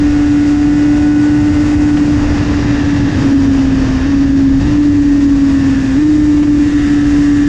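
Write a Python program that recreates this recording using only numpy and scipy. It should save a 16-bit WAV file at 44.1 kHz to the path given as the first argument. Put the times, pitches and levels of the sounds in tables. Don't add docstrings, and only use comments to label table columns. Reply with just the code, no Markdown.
import sys
import numpy as np
from scipy.fft import rfft, irfft, next_fast_len
from scipy.io import wavfile
from scipy.ndimage import uniform_filter1d, minimum_filter1d, map_coordinates

SR = 44100
rng = np.random.default_rng(int(sys.argv[2]) if len(sys.argv) > 2 else 0)


def file_out(sig):
    cols = np.atleast_2d(sig).T
    lim = np.clip(cols, -1, 1)
    pcm = np.round(lim * 32767).astype(np.int16)
    wavfile.write(sys.argv[1], SR, pcm)


N = 329868

# t/s, deep buffet/dB, thump/dB, rush/dB
WIND_LEVELS = [(0, -19, -20, -29), (.4, -22.5, -19.5, -31), (.7, -22.5, -18, -29), (1.2, -26, -16.5, -28.5),
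               (1.6, -23.5, -15.5, -27), (2.1, -22, -14.5, -28), (2.25, -16.5, -16.5, -24),
               (2.55, -22.5, -16, -25.5), (2.9, -24, -15, -26.5), (3.15, -23.5, -14, -25),
               (3.4, -20.5, -16, -26.5), (4.02, -19, -17.5, -26), (4.25, -20.5, -16, -29),
               (4.65, -16.5, -15, -28), (5.05, -21.5, -19.5, -31), (5.7, -24.5, -19, -29.5),
               (6.25, -20.5, -19.5, -31), (7.48, -24, -19.5, -32)]
# t/s, level/dB
SPRAY_LEVELS = [(0, -47), (1.8, -43.5), (2.65, -50.5), (3.3, -46.5), (4.3, -50), (5, -47.5), (5.8, -46),
                (7.48, -43.5)]
# f/Hz, relative level/dB
BUFFET_EQ = [(8, -16), (25, -11.5), (40, -4.5), (58, -2.5), (80, -10), (130, -33), (400, -120)]
THUMP_EQ = [(25, -39.5), (55, -12), (78, -1), (115, -1.5), (160, -6), (205, -8.5), (250, -5.5), (300, -7),
            (370, -24), (600, -53.5), (1500, -120)]
RUSH_EQ = [(60, -64), (200, -17.5), (340, 3.5), (420, 0.5), (540, -1), (700, -5), (1000, -7), (1400, -9),
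           (1800, -9), (2300, -17.5), (2800, -15.5), (3500, -26.5), (6000, -57.5), (11000, -120)]
HISS_EQ = [(100, -54), (600, -21), (1400, -2.5), (2300, 0), (3200, -1), (4100, -2.5), (4800, 2.5),
           (6000, -2), (7000, -9.5), (7800, -15.5), (8600, -29), (12000, -68.5)]
SPRAY_EQ = [(1500, -46.5), (5000, -10), (7000, 4), (7800, -1), (8200, -4.5), (8600, -12), (10400, -12.5),
            (11200, -24), (12500, -30.5), (14000, -34)]
KNOCK_EQ = [(20, -16), (60, -0.5), (170, 5), (400, -11.5), (700, -10), (1000, -9), (1800, -13.5),
            (3000, -18.5), (8000, -42), (12000, -90)]
GEAR_EQ = [(100, -78.5), (900, -25), (1500, -8), (1730, 1), (1900, -1.5), (2080, -9), (2250, -16.5),
           (2720, -7.5), (3050, -17.5), (3700, -12.5), (4200, -29.5), (9000, -58.5)]
# f/Hz, width/Hz, boost/dB
COCKPIT_PEAKS = [(1890, 380, 2), (2580, 270, 3), (3690, 100, 3.5), (5640, 79, 5), (6720, 390, 5)]
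AIRBOX_PEAKS = [(1475, 20, 6.5), (1840, 27, 7.5), (1980, 22, 3.5), (2082, 18, 12.5)]
CASING_PEAKS = [(734, 8, 8.5), (895, 18, 7.5), (1620, 45, 1), (1722, 44, 7), (1847, 89, 5), (2025, 16, 6),
                (2450, 45, 7), (2730, 47, 8.5), (3770, 60, 8.5)]
# t/s, level/dB, time to fall 60 dB/s
ROAD_BUMPS = [(1.969, -15, 0.094), (4.608, -23, .08), (6.374, -13.5, 0.042), (6.427, -12, 0.059),
              (6.47, -16, 0.058)]
# t/s, speed/(km/h)
ROAD_SPEED = [(0, 204.7), (.3, 204), (1.3, 206.8), (1.75, 207.1), (2, 205.5), (2.3, 204.8), (2.8, 201.4),
              (3.08, 198.3), (3.25, 194), (3.45, 192.3), (3.7, 187.3), (4.02, 182.7), (4.55, 175.1),
              (5, 169.7), (5.55, 161.8), (5.95, 156.5), (6.15, 155.2), (6.38, 151.9), (6.85, 149.7),
              (7.48, 149)]
# t/s, clutch bite/s, new gearing/(firings a second per km/h)
DOWNSHIFTS = [(4.02, .06, 1.543), (4.58, .09, 1.698), (5.95, .06, 1.94)]
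# t/s, steady drive/share, light pick-up/share; the rest is overrun
THROTTLE_SHARES = [(0, 0.7, 0.3), (1.85, 0.97, 0.08), (2.0, 0.36, 0), (2.35, 0.7, 0), (2.6, 0.05, 0.02),
                   (6.62, 0, 0), (6.82, 0, 0.98)]
# t/s, onset/s, recovery/s, dip of the firing note/dB, unevenness/0-1, rattle boost/dB
SLACK_MOMENTS = [(2.75, 0.34, 0.36, 2, 0, 10.5), (3.17, 0.12, 0.15, 5, 0.4, 8.5),
                 (4.05, .09, 0.059, 4, 0, 9.5), (4.68, 0.05, .06, 6, 0, 6.5),
                 (5.85, 0.29, 0.13, 5, 0.18, 8.5), (6.44, .012, 0.0092, 3.5, 0.3, -1),
                 (6.73, 0.22, 0.18, 3, 0.12, 5)]
# f/Hz, relative level/dB
CLATTER_EQ = [(2800, -62.5), (3600, -61.5), (4100, -61.5), (4700, -64), (6700, -66), (8000, -74.5)]
# multiple of the cycle rate, drive/dB, overrun/dB, pick-up/dB
ENGINE_ORDERS = [(3, -42, -43, -43), (5, -44, -39, -38), (6, -46, -53, -41), (7, -45, -57, -53),
                 (8, -40, -46, -55), (9, -52, -58, -53), (10, -35, -53, -43), (11, -43, -61, -49),
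                 (12, -43, -47, -58), (14, -53, -51, -50), (16, -51, -46.5, -43), (18, -48, -50, -43),
                 (19, -50, -59, -49), (20, -39.5, -56, -49), (22, -57, -47, -45), (23, -48, -55, -44),
                 (24, -53, -43.3, -35.5), (25, -47, -55, -50), (26, -45, -45, -39), (27, -46, -53, -46),
                 (28, -47.5, -49, -46), (29, -52, -60, -47), (30, -50, -52, -48), (32, -63, -54, -64),
                 (33, -62, -55, -54), (34, -44.5, -60, -54), (35, -50, -61, -59), (37, -52, -56, -57),
                 (38, -52, -53, -48), (39, -57, -60, -52), (42, -59, -56, -48), (47, -57, -62, -58),
                 (48, -60, -60, -58), (50, -63, -63, -54), (53, -68, -63, -58), (54, -68, -57, -64)]
# t/s, relative level/dB
BOOM_LEVELS = [(0, -10.5), (1.3, -7.5), (1.6, -11.5), (1.9, -9), (2.25, -14), (2.55, -14.5), (2.9, -11),
               (3.08, -12.5), (3.32, -6), (3.85, -13), (4.25, -7), (4.95, -6.5), (5.6, -7.5), (6.1, -8),
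               (6.5, -5.5), (6.9, -9.5), (7.48, -8)]


def amp(db):
    return 10 ** (np.asarray(db) / 20)


def along(points, hz):
    f, db = np.transpose(points)
    return np.interp(np.log(hz + 1), np.log(f + 1), db)


def lift(peaks, hz):
    return sum(db / (1 + (2 * (hz - centre) / width) ** 2) for centre, width, db in peaks)


def curves(rows):
    times, *columns = np.transpose(rows)
    return [np.interp(np.arange(N) / SR, times, column) for column in columns]


def wobble(rate):
    coarse = np.linspace(0, N, 4096)
    knots = rng.standard_normal(4096)
    return np.interp(np.arange(N), coarse, map_coordinates(knots, [coarse * rate / SR], mode="wrap"))


def filtered(x, response):
    size = next_fast_len(N + SR // 2)
    return irfft(rfft(x, size) * response(np.fft.rfftfreq(size, 1 / SR)), size)[:N]


def noise(eq, peaks=()):
    x = filtered(rng.standard_normal(N), lambda hz: amp(along(eq, hz) + lift(peaks, hz)))
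    return x / np.sqrt(np.mean(x ** 2) + 1e-20)


def wind(angle, hiss_db=-36.5, hiss_follows=0.44, pickup_db=1):
    buffet_db, thump_db, rush_db = curves(WIND_LEVELS)
    spray_db, = curves(SPRAY_LEVELS)
    _, _, pickup = load()
    hiss_gain = amp(hiss_db + hiss_follows * (rush_db - rush_db.mean()) + pickup_db * pickup)
    eddies = wobble(22)
    buffet = amp(buffet_db + 1.3 * wobble(6.5)) * noise(BUFFET_EQ)
    thump = amp(thump_db + 0.41 * wobble(17)) * noise(THUMP_EQ)
    rush = amp(rush_db + 0.64 * eddies + .8 * wobble(90)) * noise(RUSH_EQ)
    hiss = hiss_gain * noise(HISS_EQ, COCKPIT_PEAKS) + amp(spray_db) * noise(SPRAY_EQ)
    return buffet + thump + rush + hiss * amp(0.63 * eddies) * throb(angle, depth=0.069)


def bumps(attack_s=0.003):
    blows = np.zeros(N)
    for start, db, t60 in ROAD_BUMPS:
        age = np.maximum(np.arange(N) / SR - start, 0)
        blows += amp(db - 60 * age / t60) * (1 - np.exp(-age / attack_s))
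    return blows * noise(KNOCK_EQ)


def load():
    drive, pickup = np.clip(curves(THROTTLE_SHARES), 0, 1)
    return drive, np.clip(1 - drive - pickup, 0, 1), pickup


def slack():
    t, effects = np.arange(N) / SR, np.zeros((3, N))
    for peak, onset, recovery, *depths in SLACK_MOMENTS:
        width = np.where(t < peak, onset, recovery)
        effects += np.outer(depths, np.exp(-((t - peak) / width) ** 2))
    return effects


def firing_hz(top_gearing=1.43):
    speed, = curves(ROAD_SPEED)
    gearing = np.full(N, top_gearing)
    for start, bite, new_gearing in DOWNSHIFTS:
        engaged = np.clip((np.arange(N) / SR - start) / bite, 0, 1)
        gearing += (new_gearing - gearing) * engaged
    return speed * gearing


def cycle_angle(drift=.0007):
    return 2 * np.pi * np.cumsum(firing_hz() / 4 * (1 + drift * wobble(25))) / SR


def throb(angle, depth):
    side_pulses = np.cos(angle) + np.cos(3 * angle) + np.cos(4 * angle)
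    return 1 + depth * (np.cos(2 * angle) + .5 * side_pulses)


def gear_rattle(angle, slack_db, drive_db=-42, overrun_db=-44, pickup_db=-36):
    drive, overrun, pickup = load()
    level_db = drive * drive_db + overrun * overrun_db + pickup * pickup_db + slack_db
    return amp(level_db) * noise(GEAR_EQ) * throb(angle, depth=0.21)


def clatter(angle, drive, trim_db=-1.0, scatter_db=4.5, taut_db=-5):
    cycle_hz = firing_hz().mean() / 4
    comb = np.zeros(N)
    for order in range(40, 108):
        db = along(CLATTER_EQ, order * cycle_hz) + trim_db + taut_db * drive + scatter_db * wobble(1.2)
        comb += amp(db) * np.sin(order * angle + rng.uniform(0, 2 * np.pi))
    return comb


def snarl(angle, slack_db, trim_db=-0.44, waver_db=2.5, smear_rad=0.11, slack_follows=0.29):
    drive, overrun, pickup = load()
    loaded, coasting = np.zeros(N), np.zeros(N)
    for order, drive_db, overrun_db, pickup_db in ENGINE_ORDERS:
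        phase = order * angle + rng.uniform(0, 2 * np.pi) + smear_rad * wobble(40)
        partial = np.sin(phase) * amp(waver_db * wobble(5))
        loaded += partial * (drive * amp(drive_db) + pickup * amp(pickup_db))
        coasting += partial * overrun * amp(overrun_db)
    mechanical = (coasting + clatter(angle, drive)) * amp(slack_follows * slack_db)
    intake = filtered(loaded, lambda hz: amp(lift(AIRBOX_PEAKS, hz)))
    casing = filtered(mechanical, lambda hz: amp(lift(CASING_PEAKS, hz)))
    return np.sqrt(2) * amp(trim_db) * (intake + casing)


def boom(angle, dip_db, slack_uneven, base_uneven=0.097, overrun_uneven=0.091, trim_db=0.24):
    level_db, = curves(BOOM_LEVELS)
    _, overrun, _ = load()
    stumble = base_uneven + overrun_uneven * overrun + slack_uneven
    shake = (1 + stumble * (wobble(85) + 1j * wobble(85))) / np.sqrt(1 + 2 * stumble ** 2)
    return np.sqrt(2) * amp(level_db - dip_db + trim_db) * np.real(shake * np.exp(4j * angle))


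def scene():
    angle = cycle_angle()
    dip_db, unevenness, slack_db = slack()
    engine = boom(angle, dip_db, unevenness) + snarl(angle, slack_db) + gear_rattle(angle, slack_db)
    return (engine + wind(angle) + bumps())[None]


def record(dry, ceiling_db=-2.5, hold_s=0.02, top_hz=14500):
    mix = dry[0]
    span = int(hold_s * SR) + 1
    needed = np.minimum(1, amp(ceiling_db) / (np.abs(mix) + 1e-9))
    gain = uniform_filter1d(minimum_filter1d(needed, span), span)
    return filtered(mix * gain, lambda hz: hz < top_hz)[None]


dry = scene()
out = record(dry)
file_out(out)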